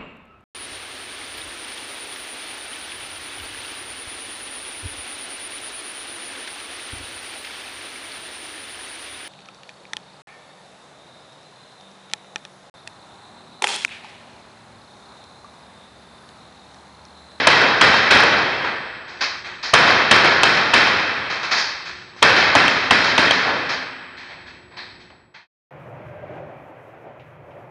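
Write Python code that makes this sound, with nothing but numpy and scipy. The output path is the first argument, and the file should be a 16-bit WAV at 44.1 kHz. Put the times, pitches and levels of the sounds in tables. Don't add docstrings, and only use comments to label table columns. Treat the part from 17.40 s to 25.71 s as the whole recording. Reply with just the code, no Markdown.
import sys
import numpy as np
from scipy import signal
from scipy.fft import rfft, irfft
from scipy.io import wavfile

SR = 44100
rng = np.random.default_rng(int(sys.argv[2]) if len(sys.argv) > 2 else 0)


def gain_from_decibels(decibels):
    exponent = np.asarray(decibels, float) / 20
    return 10 ** exponent


def dump(signal):
    limited = np.clip(np.atleast_2d(signal).T, -1, 1)
    pcm = np.round(limited * 32767).astype(np.int16)
    wavfile.write(sys.argv[1], SR, pcm)


N = 366372
TIME = np.arange(N) / SR
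HZ = np.fft.rfftfreq(N, 1 / SR) + 1e-3

# start_s, peak_db, echo_db, recoil_db
SHOTS = [(0.07, -0.5, 5.5, 5.5), (0.411, 2.5, 6.5, 4), (0.706, -1.5, 2.5, -1), (2.337, 1.5, 2.5, -1.5),
         (2.711, 3, 4, 2.5), (3.033, 8.5, 0.5, -7.5), (3.335, -4.5, -1.5, -1.5), (4.826, 3, 8, 5),
         (5.152, 15, 7, 4.5), (5.508, 8, 2.5, -1.5), (5.779, 4.5, -3.5, -15)]
EARLIER_SHOT_S, EARLIER_SHOT_ECHO_DB = -0.32, -0.1
# delay_s, level_db
HAMMER_CLICKS = [
    (-.005, -19),
    (-.0027, -9),
]
# delay_s, level_db, hiss_length_s
GAS_BLAST = [
    (0, -2.5, 0.0021),
    (.0075, -12, 0.0015),
]
# delay_s, level_db, hiss_length_s
SLIDE_RECOIL = [
    (.0042, 4, 0.00098),
    (0.0141, -6.5, 0.0011),
]
# pitch_hz, level_db, t60_s
FRAME_NOTES = [(1040, 1.5, 0.0066), (1540, -14, 0.0037), (3000, 5, 0.006), (5950, -18.5, 0.014),
               (8400, -36, 0.0032)]
LOW_GAS_S = 5.0
# delay_s, level_db
SLIDE_RATTLE = [
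    (.011, 4.5),
    (.017, 4),
    (.022, 6.5),
    (.038, 4),
]
# delay_s, level_db
MAGAZINE_KNOCKS = [
    (.011, 2.5),
    (.091, -1.8),
]
# pitch_hz, level_db, t60_s
MAGAZINE_NOTES = [(259, -13, 1.3), (266, -14, 1.2), (286, 1.5, 0.17), (322, -3, 0.12)]
# start_s, level_db
HANDLING_CLICKS = [
    (4.764, -34),
    (7.703, -37),
    (7.944, -37),
]
# pitch_hz, level_db_per_hz
SHOT_ECHO_COLOUR = [(24, -30.5), (60, -12), (170, -11), (400, -8), (800, -6.5), (1400, -5), (2200, -7),
                    (3200, -6.5), (5300, -15.5), (6500, -28), (8000, -30), (9500, -41), (10600, -54.5),
                    (12000, -62.5), (22000, -120)]
# pitch_hz, t60_s
HALL_T60 = [(60, 1.52), (250, 1.18), (1000, 1.214), (2000, 1.26), (4000, 1.15), (6000, 1.03), (8000, 0.64),
            (11000, 0.66)]
# start_s, peak_db, brightness_db_per_octave, tick_db
PELLETS = [(0.2102, -0.5, -5.5, 1.5), (0.54, -1.5, -3, 5), (0.837, -10.5, -8, 3.5),
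           (2.4744, -1.5, -4, -6.5), (2.8456, -1, -4.5, 4), (3.1692, -9.5, -3.5, -5), (3.471, -15, -6.5, 0),
           (4.9633, 2, -1.5, 5.5), (5.28, -10, 4, 15.5), (5.641, -6, 1, -2), (5.909, -10, -1, 9.5)]
# start_s, peak_db, brightness_db_per_octave, tail_length_factor, ringing_db
MIDDLE_LANES = [(0.9477, -8, -10.5, 0.93, 0.1), (1.246, -2, -4, 0.41, -10), (1.68, -26, -1, 0.94, -0.5),
                (1.812, -10, 0.7, 0.45, 1.5), (1.9694, -33, 1.5, 0.53, 0.1),
                (2.0453, -23.5, 0.3, 0.85, -10.5), (2.232, -18, 0.9, 0.64, 2.5),
                (3.902, -6.5, -1, 0.55, -1), (4.032, -8, -0.3, 0.43, -4), (4.114, -3, 0.3, 0.61, 2.5),
                (4.1794, -21.5, 8.5, 0.47, 5.5), (4.456, -25, 1, 0.82, -3.5),
                (4.6894, -42, -2.3, 0.92, -2.1), (4.7651, -34.5, 1, 1, -3), (6.059, -2, -8, 0.65, 0.1),
                (6.294, -3.5, -1.2, 0.48, 1.5)]
# start_s, peak_db, brightness_db_per_octave, tail_length_factor, ringing_db
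END_LANE = [
    (6.772, -27, 1.5, 0.81, -9),
    (6.8894, -31, -3, 0.81, -2),
    (7.0658, -33, 1.2, 0.69, -7),
    (7.3128, -40, -5.5, 0.98, 2.1),
    (7.37, -27.5, -0.4, 0.65, 2.5),
    (7.5994, -39.5, 3, 0.71, -5),
    (7.7008, -41, -6.5, 0.87, 1),
    (7.944, -21, 0, 0.93, -7),
]
# pitch_hz, level_db_per_hz
FAR_ECHO_COLOUR = [(59, -50), (100, -18), (564, -5.5), (1040, 0.5), (1260, -1), (2370, -1.5), (2830, -3),
                   (4630, -0.5), (6470, -13.5), (8860, -33.5), (11000, -67), (14300, -100), (22000, -120)]
# pitch_hz, level_db_per_hz
END_LANE_ECHO_COLOUR = [(88, -43), (150, -7), (306, -24), (376, -18), (432, -15), (944, -1.5), (1200, -7.5),
                        (1960, -2), (2870, -6), (4280, 0), (7450, -32), (8130, -30), (9500, -64),
                        (12400, -90), (20900, -120)]
# pitch_hz, level_db_per_hz
VENTILATION_COLOUR = [(20, -26), (60, 2.5), (120, -4.5), (300, -9), (850, -17), (2000, -25), (5000, -37),
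                      (7000, -60.5), (9000, -67.5), (22000, -120)]
# pitch_hz, level_db_rms
STEADY_TONES = [(360.7, -56.5), (7865, -69.5)]
# pitch_hz, width_hz, level_db
HOUSING = [(1722, 680, 5), (2620, 480, 3.5), (3140, 1100, 0), (5220, 300, 2.5), (2856, 121, -17),
           (3470, 89, -10.5), (4180, 170, 1.5), (7670, 430, -9.5), (8990, 1000, 1.5), (10500, 250, -13.5)]


def pistol():
    hammer = contacts([(shot_s + delay, db, .0015) for shot_s, *_ in SHOTS for delay, db in HAMMER_CLICKS])
    blast = [(shot_s + delay, peak_db + db + 16.5, length)
             for shot_s, peak_db, _, _ in SHOTS for delay, db, length in GAS_BLAST]
    slide = [(shot_s + delay, recoil_db + db + 20.5, length)
             for shot_s, _, _, recoil_db in SHOTS for delay, db, length in SLIDE_RECOIL]
    hall = shot_echo()
    rattle = loose_slide()
    crack = high_pass(contacts(blast + slide) + rattle, 380)
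    return smooth_twice(hammer, .00005) + crack + handling() + magazine() + hall


def contacts(rows):
    drive, hiss = np.zeros(N), rng.standard_normal(N)
    age = np.arange(900) / SR
    for s, level_db, length in rows:
        i = round(s * SR)
        drive[i:i + 900] += gain_from_decibels(level_db) * np.exp(-age / length) * hiss[i:i + 900]
    body = sum(gain_from_decibels(db - 15) * ring(drive, hz, t60) for hz, db, t60 in FRAME_NOTES)
    puff = one_pole(drive, .00003) - one_pole(drive, 0.0002)
    return body + gain_from_decibels(-22.0) * puff


def shot_echo():
    dulling_per_db, ring_db = -0.07, -1.1
    echoes = [(EARLIER_SHOT_S, EARLIER_SHOT_ECHO_DB)] + [(shot_s, echo_db) for shot_s, _, echo_db, _ in SHOTS]
    tails = [(s, db + 10.5, dulling_per_db * db, 1.02, .004, ring_db) for s, db in echoes]
    hall = echo(tails, SHOT_ECHO_COLOUR, early_db=6.0, early_share=0.043, ring_hz=2625)
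    return hall * flutter(0.53, 0.003)


def loose_slide():
    knocks = after_low_gas(SLIDE_RATTLE, jitter_s=.002, follows=0.8)
    rattle = contacts([(s, db, .0008) for s, db in knocks])
    return rattle + gain_from_decibels(8) * high_pass(rattle, 6500)


def magazine():
    knocks = np.zeros(N)
    for s, db in after_low_gas(MAGAZINE_KNOCKS, jitter_s=0, follows=0.75):
        knocks[round(s * SR)] = gain_from_decibels(db)
    soft = one_pole(knocks, 0.002)
    return sum(gain_from_decibels(db + 10.5) * ring(soft, hz, t60) for hz, db, t60 in MAGAZINE_NOTES) * flutter(2.5, .03)


def after_low_gas(pattern, jitter_s, follows):
    late = [shot for shot in SHOTS if shot[0] > LOW_GAS_S]
    slips = jitter_s * rng.uniform(-1.4, 1, (len(late), len(pattern)))
    return [(shot_s + delay + slip, db + follows * echo_db)
            for (shot_s, _, echo_db, _), row in zip(late, slips)
            for (delay, db), slip in zip(pattern, row)]


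def handling():
    clicks = contacts([(s, db + 6, .002) for s, db in HANDLING_CLICKS])
    return peak_filter(smooth_twice(clicks, .00004), 3050, 1500, -9)


def backstop():
    tick = contacts([(s, tick_db + 8.5, .0015) for s, *_, tick_db in PELLETS])
    tick = peak_filter(tick, 3050, 900, -3)
    tick = tick + gain_from_decibels(-32) * ring(tick, 3250, .02)
    smacks = [(s, db + 7, tilt, .8, .004, 1.5) for s, db, tilt, _ in PELLETS]
    return tick + echo(smacks, FAR_ECHO_COLOUR, early_db=9.5, early_share=0.048, ring_hz=3400)


def far_lanes():
    middle = echo(far_reports(MIDDLE_LANES), FAR_ECHO_COLOUR, early_db=3.0, early_share=0.16, ring_hz=5300)
    end = echo(far_reports(END_LANE), END_LANE_ECHO_COLOUR, early_db=1.5, early_share=0.18, ring_hz=4430)
    return (middle + end) * flutter(0.62, 0.0046)


def far_reports(lane):
    swell_per_length_s = 0.014
    return [(s - .005, db - 6.0, tilt, length, swell_per_length_s * length, ring_db)
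            for s, db, tilt, length, ring_db in lane]


def background():
    hum_hz, hum_db = STEADY_TONES[0]
    ventilation = gain_from_decibels(-45 - 3.5) * irfft(coloured(VENTILATION_COLOUR), N)
    return ventilation + tone(hum_hz, hum_db) * flutter(2.5, .03)


def echo(rows, spectrum, early_db, early_share, ring_hz):
    s, level_db, tilt, length, swell, ring_db = np.transpose(rows)[:, :, None]
    grid = np.arange(0, N / SR + .002, .001)
    age = np.maximum(grid - s, 0)
    rise = (1 - np.exp(-age / np.maximum(swell, 1e-3))) ** 2
    bins, out = coloured(spectrum), np.zeros(N)
    for step in range(-16, 9):
        hz = 2000 * 2 ** (step / 3)
        window = np.cos(np.pi / 2 * np.clip(3 * np.log2(HZ / hz), -1, 1)) ** 2
        fall_db = -60 * age / (at_hz(HALL_T60, hz) * np.maximum(length, .1))
        early = gain_from_decibels(2 * (early_db + fall_db / early_share))
        tail = gain_from_decibels(2 * fall_db) + early
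        ring_shape = np.exp(-(np.log2(hz / ring_hz) / .3) ** 2)
        colour_db = tilt * np.log2(max(hz, 500) / 2000) + ring_db * ring_shape
        power = np.sum(gain_from_decibels(2 * (level_db + colour_db)) * rise * tail, axis=0)
        out += np.interp(TIME, grid, np.sqrt(power)) * irfft(bins * window, N)
    return out


def flutter(depth_db, tau_s):
    lumps = smooth_twice(rng.standard_normal(N), tau_s)
    return gain_from_decibels(depth_db * lumps / np.std(lumps))


def coloured(spectrum):
    bins = rfft(rng.standard_normal(N)) * gain_from_decibels(at_hz(spectrum, HZ))
    return bins / np.std(irfft(bins, N))


def at_hz(points, hz):
    table_hz, value = np.transpose(points)
    return np.interp(np.log(hz), np.log(table_hz), value)


def ring(x, hz, t60):
    r, w = gain_from_decibels(-60 / (t60 * SR)), 2 * np.pi * hz / SR
    return signal.lfilter([0, np.sin(w)], [1, -2 * r * np.cos(w), r * r], x + 1e-18)


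def tone(hz, db):
    return gain_from_decibels(db) * np.sqrt(2) * np.sin(2 * np.pi * hz * TIME)


def one_pole(x, tau_s):
    r = np.exp(-1 / (tau_s * SR))
    return signal.lfilter([1 - r], [1, -r], x)


def smooth_twice(x, tau_s):
    return one_pole(one_pole(x, tau_s), tau_s)


def high_pass(x, hz):
    return signal.sosfilt(signal.butter(2, hz, "high", fs=SR, output="sos"), x)


def low_pass(x, hz, order):
    return signal.sosfilt(signal.butter(order, hz, fs=SR, output="sos"), x)


def peak_filter(x, hz, width_hz, db):
    w, a = 2 * np.pi * hz / SR, gain_from_decibels(db / 2)
    k = np.sin(w) * width_hz / hz / 2
    return signal.lfilter([1 + k * a, -2 * np.cos(w), 1 - k * a], [1 + k / a, -2 * np.cos(w), 1 - k / a], x)


def scene():
    return (pistol() + backstop() + far_lanes() + background())[None]


def gain_control(x, limit_db, release_db_s, attack_s):
    over_db = np.maximum(10 * np.log10(one_pole(x ** 2, 0.01) + 1e-12) - limit_db, 0)
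    over_db[0] = 12
    climb_db = release_db_s * TIME
    duck_db = np.maximum.accumulate(over_db + climb_db) - climb_db
    return x * gain_from_decibels(-(one_pole(duck_db - duck_db[0], attack_s) + duck_db[0]))


def soft_limit(x, ceiling, hardness):
    return x / (1 + np.abs(x / ceiling) ** hardness) ** (1 / hardness)


def band_limit(x):
    return signal.sosfilt(signal.butter(12, 12120, fs=SR, output="sos"), x)


def record(dry):
    x = high_pass(dry[0], 90)
    for hz, width_hz, db in HOUSING:
        x = peak_filter(x, hz, width_hz, db)
    x = gain_control(x, limit_db=-8.5, release_db_s=18.5, attack_s=0.00079)
    x = soft_limit(x, .81, 24)
    x = high_pass(x, 45)
    x = signal.sosfilt(signal.bessel(4, 9000, fs=SR, output="sos", norm="mag"), x)
    x = np.clip(x, -.77, .77)
    x = low_pass(x, 11200, order=14)
    x = soft_limit(x, .88, 16)
    x = .95 * low_pass(x, 11500, order=10)
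    x = x + gain_from_decibels(-74.5) * one_pole(rng.standard_normal(N), .006) * 20
    whine_hz, whine_db = STEADY_TONES[1]
    x = x + tone(whine_hz, whine_db)
    fade_start_s, fade_end_s = 7.57, 8.072
    x = x * np.clip((fade_end_s - TIME) / (fade_end_s - fade_start_s), 0, 1)
    return band_limit(x[None])


dry = scene()
out = record(dry)
dump(out)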